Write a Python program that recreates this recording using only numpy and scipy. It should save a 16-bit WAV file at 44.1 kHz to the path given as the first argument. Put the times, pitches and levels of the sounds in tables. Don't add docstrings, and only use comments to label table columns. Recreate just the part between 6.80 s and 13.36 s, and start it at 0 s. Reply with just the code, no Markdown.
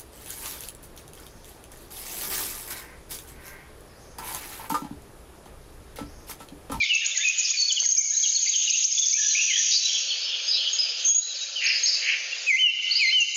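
import sys
import numpy as np
from scipy import signal
from scipy.fft import rfft, irfft, next_fast_len
from scipy.io import wavfile
from scipy.ndimage import uniform_filter1d, map_coordinates

SR = 44100
rng = np.random.default_rng(int(sys.argv[2]) if len(sys.argv) > 2 else 0)


def undo_db(level):
    steps = np.asarray(level, float) / 20
    return 10 ** steps


def wav_out(sig):
    wavfile.write(sys.argv[1], SR, np.round(np.clip(np.atleast_2d(sig).T, -1, 1) * 32767).astype(np.int16))


N = 289296

# start in seconds, length in seconds, start pitch in Hz,
# end pitch in Hz, peak level in dB before flutter and echo.
GLIDE_NOTES = [(0, 0.039, 2480, 2164, -16.5), (0.087, 0.094, 3000, 2573, -19),
               (0.203, 0.025, 3510, 3700, -34.5), (0.211, .049, 1920, 1460, -42),
               (0.313, 0.02, 3460, 3606, -24.5), (0.375, 0.073, 1640, 1792, -41.5),
               (0.396, .026, 2100, 2045, -36), (0.41, 0.022, 3620, 3600, -24),
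               (0.426, 0.027, 2174, 2700, -29), (0.446, 0.065, 2595, 2553, -19.5),
               (.65, 0.012, 5580, 4526, -19.5), (.768, .03, 4650, 4440, -22),
               (0.789, 0.082, 4460, 4400, -17), (.89, 0.028, 3560, 3046, -20),
               (0.956, 0.034, 3520, 2693, -22), (1.034, 0.034, 2327, 1534, -38.5),
               (1.159, 0.065, 2480, 2150, -31), (1.209, 0.097, 2242, 2210, -35.5),
               (1.251, 0.055, 5020, 3990, -32), (1.414, 0.037, 5250, 3570, -33),
               (1.424, 0.045, 3530, 2734, -30), (1.47, 0.025, 5290, 3600, -30),
               (1.535, 0.0085, 4960, 5040, -23.5), (1.564, 0.02, 4270, 3230, -26.5),
               (1.672, 0.015, 4610, 4770, -27.5), (1.689, 0.069, 4220, 3290, -34.5),
               (1.731, .036, 3350, 2884, -25), (1.845, 0.037, 3250, 3970, -33.5),
               (1.874, 0.027, 3160, 2446, -23.5), (1.878, .029, 4730, 4880, -28),
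               (1.911, .021, 4430, 3580, -26), (1.914, 0.047, 2370, 2883, -29),
               (2.098, 0.075, 2250, 2176, -48.5), (2.114, .028, 5320, 5070, -21.5),
               (2.177, 0.0083, 3500, 3536, -19), (2.217, 0.025, 3670, 3400, -20.5),
               (2.324, 0.051, 2170, 2680, -33.5), (2.368, .115, 1710, 1754, -38.5),
               (2.416, 0.028, 3980, 3640, -34), (2.501, 0.028, 4300, 3940, -25),
               (2.592, 0.028, 4450, 3550, -38.5), (2.606, 0.045, 4530, 3960, -38),
               (2.673, .054, 2650, 1963, -25.5), (2.722, .094, 2050, 1794, -40.5),
               (2.848, .028, 6030, 4480, -26.5), (2.912, .05, 3630, 4230, -24),
               (2.953, 0.014, 5550, 4130, -28.5), (3.001, 0.073, 3900, 4060, -24.5),
               (3.083, 0.02, 3340, 3070, -24), (3.138, 0.023, 3440, 3050, -26),
               (3.302, .03, 3770, 2830, -21.5), (3.416, .028, 4600, 4600, -25.5),
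               (3.425, 0.083, 5120, 5260, -31), (3.614, 0.097, 6440, 6450, -35),
               (3.726, 0.043, 4170, 3770, -23), (3.757, 0.036, 3970, 4280, -21.5),
               (3.928, 0.029, 6520, 6666, -20), (4.245, .054, 6480, 6220, -12.5),
               (4.254, .15, 6530, 6637, -10), (4.541, 0.042, 5730, 4100, -33),
               (4.578, 0.055, 3190, 2450, -41), (4.752, 0.057, 3240, 2840, -28),
               (4.862, 0.013, 3870, 5900, -18.5), (4.885, 0.026, 5340, 4800, -21),
               (5.057, .018, 3790, 5780, -14.5), (5.072, 0.03, 5500, 4450, -18),
               (5.146, 0.041, 2620, 2640, -34), (5.517, 0.019, 2840, 2695, -27.5),
               (6.107, 0.024, 4050, 4770, -16.5), (6.152, 0.029, 4380, 5190, -16.5),
               (6.22, .1, 4440, 3990, -22), (6.377, 0.046, 7650, 6730, -37.5),
               (6.401, 0.022, 6810, 5890, -18.5), (6.546, 0.023, 7340, 6436, -23.5)]
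GLIDE_HALFWAY = .56
# start in seconds, length in seconds, pitch at both ends in Hz, middle pitch in Hz,
# peak level in dB before flutter and echo.
ARCHED_NOTES = [(0.345, 0.032, 2176, 2016, -34.5), (0.737, 0.024, 2140, 2403, -27.5),
                (1.31, .049, 1590, 1775, -44), (1.343, .015, 3710, 4080, -26),
                (1.548, .022, 4100, 4430, -20), (1.655, .032, 2840, 2144, -36),
                (2.931, 0.016, 4770, 5270, -23.5), (2.948, .035, 4280, 4680, -18.5),
                (3.279, 0.075, 4660, 4350, -26.5), (3.526, 0.035, 3373, 3504, -27),
                (3.674, .052, 4480, 5173, -21.5), (3.986, .028, 4833, 5120, -11),
                (3.997, .122, 5314, 4900, -24), (4.273, 0.054, 3444, 3320, -28.5),
                (4.399, 0.13, 3825, 4006, -29), (4.605, 0.022, 3750, 3910, -26),
                (4.836, 0.025, 6520, 6400, -26.5), (5.032, 0.034, 6640, 6420, -16.5)]
# start in seconds, length in seconds, start pitch in Hz, end pitch in Hz,
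# peak level in dB before flutter and echo.
RISING_ROLLS = [(2.546, .088, 2245, 2743, -21.5), (2.692, .11, 2664, 3396, -23)]
ROLL_STEPS_PER_S = 50

# low in Hz, high in Hz.
TWITTER_BANDS = [(2100, 4200), (3600, 5700), (5650, 7200)]
# start in seconds, end in seconds, rms level in dB.
TWITTER_SWELLS = [
    [(-.2, .08, -25.5), (.08, .8, -36.5), (1.7, 2.2, -34.5), (2.4, 4.35, -34), (4.75, 5.05, -37),
     (5.1, 5.8, -42), (5.95, 6.45, -41), (4.52, 4.68, -42)],
    [(-.2, .1, -30.5), (.6, 1.1, -36.5), (1.4, 2.4, -38.5), (2.4, 4.25, -35), (4.4, 4.8, -41),
     (4.8, 5.33, -31.5), (5.4, 5.8, -40), (5.85, 6.05, -46), (6.05, 6.6, -36)],
    [(.28, 1.2, -33.5), (1.1, 2.45, -26.5), (2.45, 3.42, -39.5), (3.85, 4.08, -36.5), (4.22, 4.4, -31.5),
     (4.45, 5.7, -44.5), (4.97, 5.28, -37), (5.65, 5.8, -34), (6.2, 6.4, -51.5), (6.47, 6.8, -32.5)],
]
SWELL_EDGE_S = 0.11
BETWEEN_DB = (-59, -50.5, -45.5)

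# time in seconds, rms level in dB.
RUMBLE_LEVEL = [(0, -70.5), (.36, -57), (.47, -67.5), (.58, -58.5), (.72, -64.5), (.78, -69), (2.3, -76),
                (2.52, -62), (2.9, -59.5), (2.96, -69), (3.05, -57.5), (3.53, -51.5), (4.24, -52),
                (4.33, -56), (4.68, -54), (5.66, -51), (5.74, -66.5), (6.17, -55), (6.27, -72.5),
                (6.56, -60.5)]
# frequency in Hz, relative level in dB.
RUMBLE_TONE = [(88, -63), (150, -37.5), (222, -25), (399, -5), (538, 4.5), (954, -7.5), (1410, 2),
               (1910, 1), (2050, -35.5), (2600, -39), (3380, -35), (5720, -120)]
# time in seconds, 6 ms ahead of the height;
# level at the height in dB.
RUMBLE_FLICKERS = [(0.266, -56.5), (.329, -63), (.599, -56), (.678, -58), (.717, -61), (1.02, -49.5),
                   (1.064, -59.5), (1.245, -59), (1.735, -60), (1.81, -56), (2.07, -57.5), (4.279, -44),
                   (5.781, -59), (6.219, -56.5), (6.324, -49.5)]
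# frequency in Hz, relative level in dB.
RUMBLE_FLICKER_TONE = [(60, -26), (150, 3), (500, 2.5), (1300, 7), (1800, 7.5), (2500, -64)]
# delay after the flick in seconds, usual level in dB; then the scatter of that level in dB.
GAP_FLICKER_AFTER_S, GAP_FLICKER_DB, GAP_SCATTER_DB = (0.0062, 0.022, 0.016), (-58.5, -61, -67.5), 2
# frequency in Hz, relative level in dB.
GAP_FLICKER_TONE = [(500, -30), (900, -8), (1250, 1.5), (1600, -10.5), (2100, -35.5), (2600, -81)]
# frequency in Hz, relative level in dB.
HISS_TONE = [(880, -60), (1500, -25), (2910, -5), (3680, -8), (4110, -2.5), (6460, -3.5), (7180, -21.5),
             (7760, -32.5), (8100, -80), (10500, -109), (17800, -120)]
# frequency in Hz, relative level in dB.
MURMUR_TONE = [(12, -37.5), (20, 4.5), (59, -12.5), (354, -22.5), (653, -20.5), (1050, -29.5), (1250, -2.5),
               (1500, -16.5), (1950, -39), (3300, -120)]
HISS_DB, MURMUR_DB = -37, -73.5

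# first flick in seconds, first gap in seconds, growth of the gap in seconds a flick.
TRILL_PHRASES = [(.0375, .1125, -.0005), (.9991, .0595, .0007), (1.8342, .0717, .0001)]
FLICK_COUNTS = [9, 13, 8]
# rise in seconds, rest in seconds, lowest pitch in Hz, usual top pitch in Hz,
# growth in level over the climb in dB.
FLICK_SHAPES = [(.0105, 0.0039, 3701, 6660, 15), (.0125, .009, 4498, 6540, 19.5),
                (.016, .0056, 4310, 6460, 16)]
# seconds after the flick, level in dB against the song's effort.
TRILL_TICKS = [
    [(-.0155, -14.5)],
    [(.0295, -7.5)],
    [(.027, -13), (.046, -14)],
]
# time in seconds, peak level in dB before scatter.
TRILL_EFFORT = [(0, -21), (.2, -12), (.8, -6.5), (1, -10), (1.08, -1.5), (1.2, -6), (1.6, -13.5),
                (2.02, -4.5), (2.35, -11)]
FLICK_SCATTER_DB, TOP_SCATTER_HZ, TICK_SCATTER_HZ = 3, 83, 190
# time in seconds, low pitch in Hz, peak level in dB before wavering.
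TRILL_BUZZ = [(2.3, 5860, -90), (2.37, 5773, -22), (2.75, 5740, -24), (2.94, 5695, -21.5),
              (2.98, 5385, -24.5), (3.22, 5480, -27.5), (3.3, 5130, -94.5)]
BUZZ_TOP_HZ = 6720

# start in seconds, length in seconds, low pitch in Hz, high pitch in Hz,
# peak level in dB before wavering.
CHURR_NOTES = [(0.216, 0.028, 2050, 3110, -28.5), (0.621, 0.085, 4116, 6580, -29.5),
               (1.748, 0.079, 2700, 3600, -37), (2.906, 0.066, 3633, 5530, -19.5),
               (3.072, 0.12, 2687, 3580, -30), (3.465, .1, 2553, 3590, -30), (3.699, 0.06, 3956, 5450, -23),
               (3.765, .12, 2686, 3492, -30), (4.724, 0.048, 3440, 5440, -34.5),
               (4.8, .145, 1509, 3072, -26.5), (4.89, 0.075, 4055, 5320, -25.5),
               (5.085, 0.07, 3643, 5500, -20.5), (5.211, .14, 1490, 3218, -22),
               (6.127, 0.085, 3780, 4994, -22.5)]
SWEEPS_PER_S, MORE_PER_KHZ = 45, 11

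# start in seconds, stretch in time as a factor, gain in dB,
# swell from start to end in dB.
SLURRED_CALLS = [(5.661, .99, 1.5, -1), (6.186, 1.03, -3, 0)]
# seconds into the unstretched call, pitch in Hz, rms level in dB
SLUR_SHAPE = [(0, 2612, -31.5), (0.022, 2560, -19), (0.045, 2250, -13), (.07, 2049, -18),
              (0.1, 2090, -17.5), (.119, 2700, -27), (0.139, 3073, -17.5), (0.168, 3050, -8.5),
              (0.199, 2887, -9), (0.234, 2728, -13), (0.254, 2707, -25.5)]

# frequency in Hz, time to fall by 60 dB in seconds.
TREE_ECHO = [(1500, 2.16), (3000, 1.56), (5000, 1.2), (7000, 0.8)]
# frequency in Hz, gain in dB.
MICROPHONE_RESPONSE = [(20, -28.5), (70, 2.5), (6800, -2), (7200, -1), (7600, -3.5), (7800, -25.5),
                       (8200, -40), (8300, -110)]


def unit(x):
    return x / np.sqrt(np.mean(x ** 2) + 1e-20)


def along(points, hz):
    f, v = np.transpose(points)
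    return np.interp(np.log(hz + 1), np.log(f + 1), v)


def curves(rows):
    s, *cols = np.transpose(rows)
    return [np.interp(np.arange(N) / SR, s, c) for c in cols]


def wobble(rate, size=N):
    return map_coordinates(rng.standard_normal(N // 64), [np.arange(size) * rate / SR])


def coloured(x, spectrum):
    m = next_fast_len(N + 8192)
    response = undo_db(along(spectrum, np.fft.rfftfreq(m, 1 / SR)))
    return irfft(rfft(x, m) * response, m)[..., :N]


def patchy(spectrum, depth_db, wide, long):
    t, z = signal.stft(rng.standard_normal(N), nperseg=512)[1:]
    field = uniform_filter1d(rng.standard_normal(z.shape), wide, 0)
    field = uniform_filter1d(field, long, 1)
    depth = np.interp(t, np.arange(N), depth_db * np.ones(N))
    gain = undo_db(depth * unit(field))
    z = z * gain / np.sqrt(np.mean(gain ** 2, axis=0))
    return unit(coloured(signal.istft(z, nperseg=512)[1][:N], spectrum))


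def add(track, s, sound):
    room = track[max(round(s * SR), 0):][:len(sound)]
    room += sound[:len(room)]


def bursts(rows, width_s):
    gate, t = np.zeros(N), np.arange(-.012, .012, 1 / SR)
    for s, peak_db in rows:
        add(gate, s - .006, undo_db(peak_db) * np.exp(-(t / width_s) ** 2))
    return gate


def sine(hz, second_db=-40, third_db=-60):
    phase = 2 * np.pi * np.cumsum(hz) / SR
    return np.sin(phase) + undo_db(second_db) * np.sin(2 * phase) + undo_db(third_db) * np.sin(3 * phase)


def glide(length, start_hz, middle_hz, end_hz, edge, waver_hz=0):
    u = np.linspace(0, 1, round(length * SR))
    slope, bend = end_hz - start_hz, 2 * (start_hz + end_hz - 2 * middle_hz)
    hz = middle_hz + slope * (u - .5) + bend * (u - .5) ** 2
    if waver_hz:
        hz = hz + waver_hz * wobble(100, size=len(u))
    return sine(hz) * signal.windows.tukey(len(u), np.clip(edge, 0, 1))


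def trees(x, near_db, near_s, far_db):
    out, step = np.zeros(N + 2 * SR), SR // 5
    t, fade = np.arange(SR // 8) / SR, np.hanning(2 * step + 1)[:-1]
    padded = np.pad(x, (step, 2 * step))
    for k in range(0, N + step, step):
        hz, s, z = signal.stft(rng.standard_normal(SR), SR, nperseg=256)
        decay = undo_db(-60 * s / along(TREE_ECHO, hz)[:, None])
        trunks = signal.istft(z * decay, SR, nperseg=256)[1][:SR]
        leaves = rng.standard_normal(len(t)) * undo_db(-60 * t / near_s)
        tail = undo_db(far_db) * trunks / np.linalg.norm(trunks)
        tail[:len(t)] += undo_db(near_db) * leaves / np.linalg.norm(leaves)
        add(out, k / SR + .004, signal.fftconvolve(fade * padded[k:k + 2 * step], tail))
    return x + out[step:step + N]


def beats():
    return [(p, first + gap * k + growth * k * (k - 1) / 2)
            for p, (first, gap, growth) in enumerate(TRILL_PHRASES) for k in range(FLICK_COUNTS[p])]


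def whistlers():
    out = np.zeros(N)
    notes = [(s, length, a, a + GLIDE_HALFWAY * (b - a), b, db) for s, length, a, b, db in GLIDE_NOTES]
    notes += [(s, length, ends, middle, ends, db) for s, length, ends, middle, db in ARCHED_NOTES]
    for s, length, start_hz, middle_hz, end_hz, db in notes:
        add(out, s, undo_db(db) * glide(length, start_hz, middle_hz, end_hz, edge=0.31, waver_hz=64.8))
    for s, length, start_hz, end_hz, db in RISING_ROLLS:
        t = np.arange(0, length, 1 / SR)
        cycle = t * ROLL_STEPS_PER_S % 1
        hz = start_hz + (end_hz - start_hz) * (t / length) ** 0.47 + 500 * (cycle - .5)
        pulses = np.sin(np.pi * cycle ** 0.9) * signal.windows.tukey(len(t), .12)
        add(out, s, undo_db(db) * pulses * sine(hz))
    flutter = undo_db(2.6 * wobble(90))
    return trees(out * flutter, near_db=-3, near_s=0.17, far_db=-7.0)


def far_twitter():
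    out, t = np.zeros(N), np.arange(N) / SR
    for (low_hz, high_hz), rows, between_db in zip(TWITTER_BANDS, TWITTER_SWELLS, BETWEEN_DB):
        notes = np.zeros(N)
        for when, start, end, length, size in rng.random((1500, 5)):
            start_hz = low_hz + (high_hz - low_hz) * (start + end) / 2
            end_hz = low_hz + (high_hz - low_hz) * (end + size) / 2
            chip = glide(0.00789 + 0.01523 * length, start_hz, (start_hz + end_hz) / 2, end_hz, edge=0.13)
            add(notes, when * N / SR, undo_db(1.4 * size) * chip)
        blur = trees(notes, near_db=-1.0, near_s=0.065, far_db=5)
        swells = [undo_db(db) * np.clip(.5 + np.minimum(t - a, b - t) / (2 * SWELL_EDGE_S), 0, 1)
                  for a, b, db in rows]
        level = np.sqrt(undo_db(between_db) ** 2 + np.sum(np.square(swells), axis=0))
        out += level * blur / np.sqrt(np.abs(uniform_filter1d(blur ** 2, size=SR // 4)) + 1e-9)
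    return out


def background():
    db, = curves(RUMBLE_LEVEL)
    depth_db = np.clip(4.0 + 0.33 * (-58.0 - db), 1, 10.5)
    rumble = undo_db(db) * patchy(RUMBLE_TONE, depth_db, wide=3, long=3)
    gap_rows = [(s + GAP_FLICKER_AFTER_S[p], GAP_FLICKER_DB[p] + GAP_SCATTER_DB * rng.standard_normal())
                for p, s in beats()]
    rumble_flickers = bursts(RUMBLE_FLICKERS, width_s=0.0085) * patchy(RUMBLE_FLICKER_TONE, 4.7, wide=5, long=2)
    gap_flickers = bursts(gap_rows, width_s=0.0034) * patchy(GAP_FLICKER_TONE, 4, wide=5, long=2)
    hiss = undo_db(HISS_DB) * patchy(HISS_TONE, 4.8, wide=4, long=5)
    murmur = undo_db(MURMUR_DB) * patchy(MURMUR_TONE, 3.4, wide=2, long=8)
    return rumble + rumble_flickers + gap_flickers + hiss + murmur


def triller():
    out = np.zeros(N)
    for (p, s), chance in zip(beats(), rng.standard_normal((sum(FLICK_COUNTS), 6))):
        rise, rest, low_hz, usual_hz, growth_db = FLICK_SHAPES[p]
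        db = np.interp(s, *np.transpose(TRILL_EFFORT)) + FLICK_SCATTER_DB * chance[::2]
        top_hz = usual_hz + TOP_SCATTER_HZ * chance[1]
        ticks_hz = usual_hz + TICK_SCATTER_HZ * chance[3::2]
        t = np.arange(-rise, rest, 1 / SR)
        climb = np.clip(-t / rise, 0, 1)
        accent_db = -5.1 * np.clip(climb / 0.022, 0, 1)
        fall_db = -13 * np.clip(t / rest, 0, 1)
        size = undo_db(db[0] + accent_db - growth_db * climb + fall_db) * signal.windows.tukey(len(t), .15)
        add(out, s + 0.003 - rise, size * sine(top_hz - (top_hz - low_hz) * climb ** 1.4))
        for (after, tick_db), effort_db, hz in zip(TRILL_TICKS[p], db[1:], ticks_hz):
            add(out, s + after, undo_db(effort_db + tick_db) * glide(0.0087, hz + 80, hz, hz - 80, edge=0.36))
    low_hz, db = curves(TRILL_BUZZ)
    swings_per_s = 140 * (1 + 0.37 * wobble(60))
    swing = .5 + .5 * np.cos(2 * np.pi * np.cumsum(swings_per_s) / SR)
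    out += undo_db(db + 3.3 * wobble(150)) * sine(low_hz + (BUZZ_TOP_HZ - low_hz) * swing)
    return trees(out, near_db=-5.5, near_s=0.037, far_db=-0.5)


def churrers():
    out = np.zeros(N)
    for s, length, low_hz, high_hz, db in CHURR_NOTES:
        count = round(length * SR)
        rate = SWEEPS_PER_S + MORE_PER_KHZ * high_hz * 1e-3
        cycle = np.cumsum(rate * (1 + 0.11 * wobble(50, size=count))) / SR % 1
        pulses = np.sin(np.pi * cycle ** 0.64) * signal.windows.tukey(count, .15)
        size = undo_db(db + 4.85 * wobble(100, size=count)) * pulses
        add(out, s, size * sine(high_hz - (high_hz - low_hz) * cycle))
    return trees(out, near_db=4.0, near_s=0.17, far_db=-2.5)


def near_bird():
    out = np.zeros(N)
    into, hz, db = np.transpose(SLUR_SHAPE)
    for s, stretch, gain_db, swell_db in SLURRED_CALLS:
        t = np.arange(into[0], into[-1], 1 / (SR * stretch))
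        smooth_hz = uniform_filter1d(np.interp(t, into, hz), size=300)
        third_db = np.interp(smooth_hz, [2100, 2500, 3000], [-15, -24, -60])
        level_db = gain_db + swell_db * (t / into[-1] - .5) + np.interp(t, into, db)
        size = np.sqrt(2) * undo_db(level_db) * signal.windows.tukey(len(t), .08)
        add(out, s, size * sine(smooth_hz, second_db=-28.0, third_db=third_db))
    return trees(out, near_db=-5.0, near_s=0.084, far_db=-8.5)


def scene():
    return (whistlers() + far_twitter() + background() + triller() + churrers() + near_bird())[None]


def gain_control(x, threshold_db, slope, window_s, release_db):
    size = max(round(window_s * SR), 1)
    level_db = 10 * np.log10(np.abs(uniform_filter1d(x ** 2, size=size)) + 1e-12)
    cut_db = np.clip(slope, 0, .9) * np.clip(level_db - threshold_db, 0, None)
    creep_db = release_db * np.arange(N) / SR
    return x * undo_db(creep_db - np.maximum.accumulate(cut_db + creep_db, axis=-1))


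def band_limit(x):
    return signal.sosfilt(signal.butter(12, 8250, fs=SR, output="sos"), x)


def record(dry):
    heard = coloured(dry, MICROPHONE_RESPONSE)
    mix = gain_control(heard, threshold_db=-20.0, slope=0.77, window_s=0.008, release_db=44.5)
    return band_limit(mix)


dry = scene()
out = record(dry)
wav_out(out)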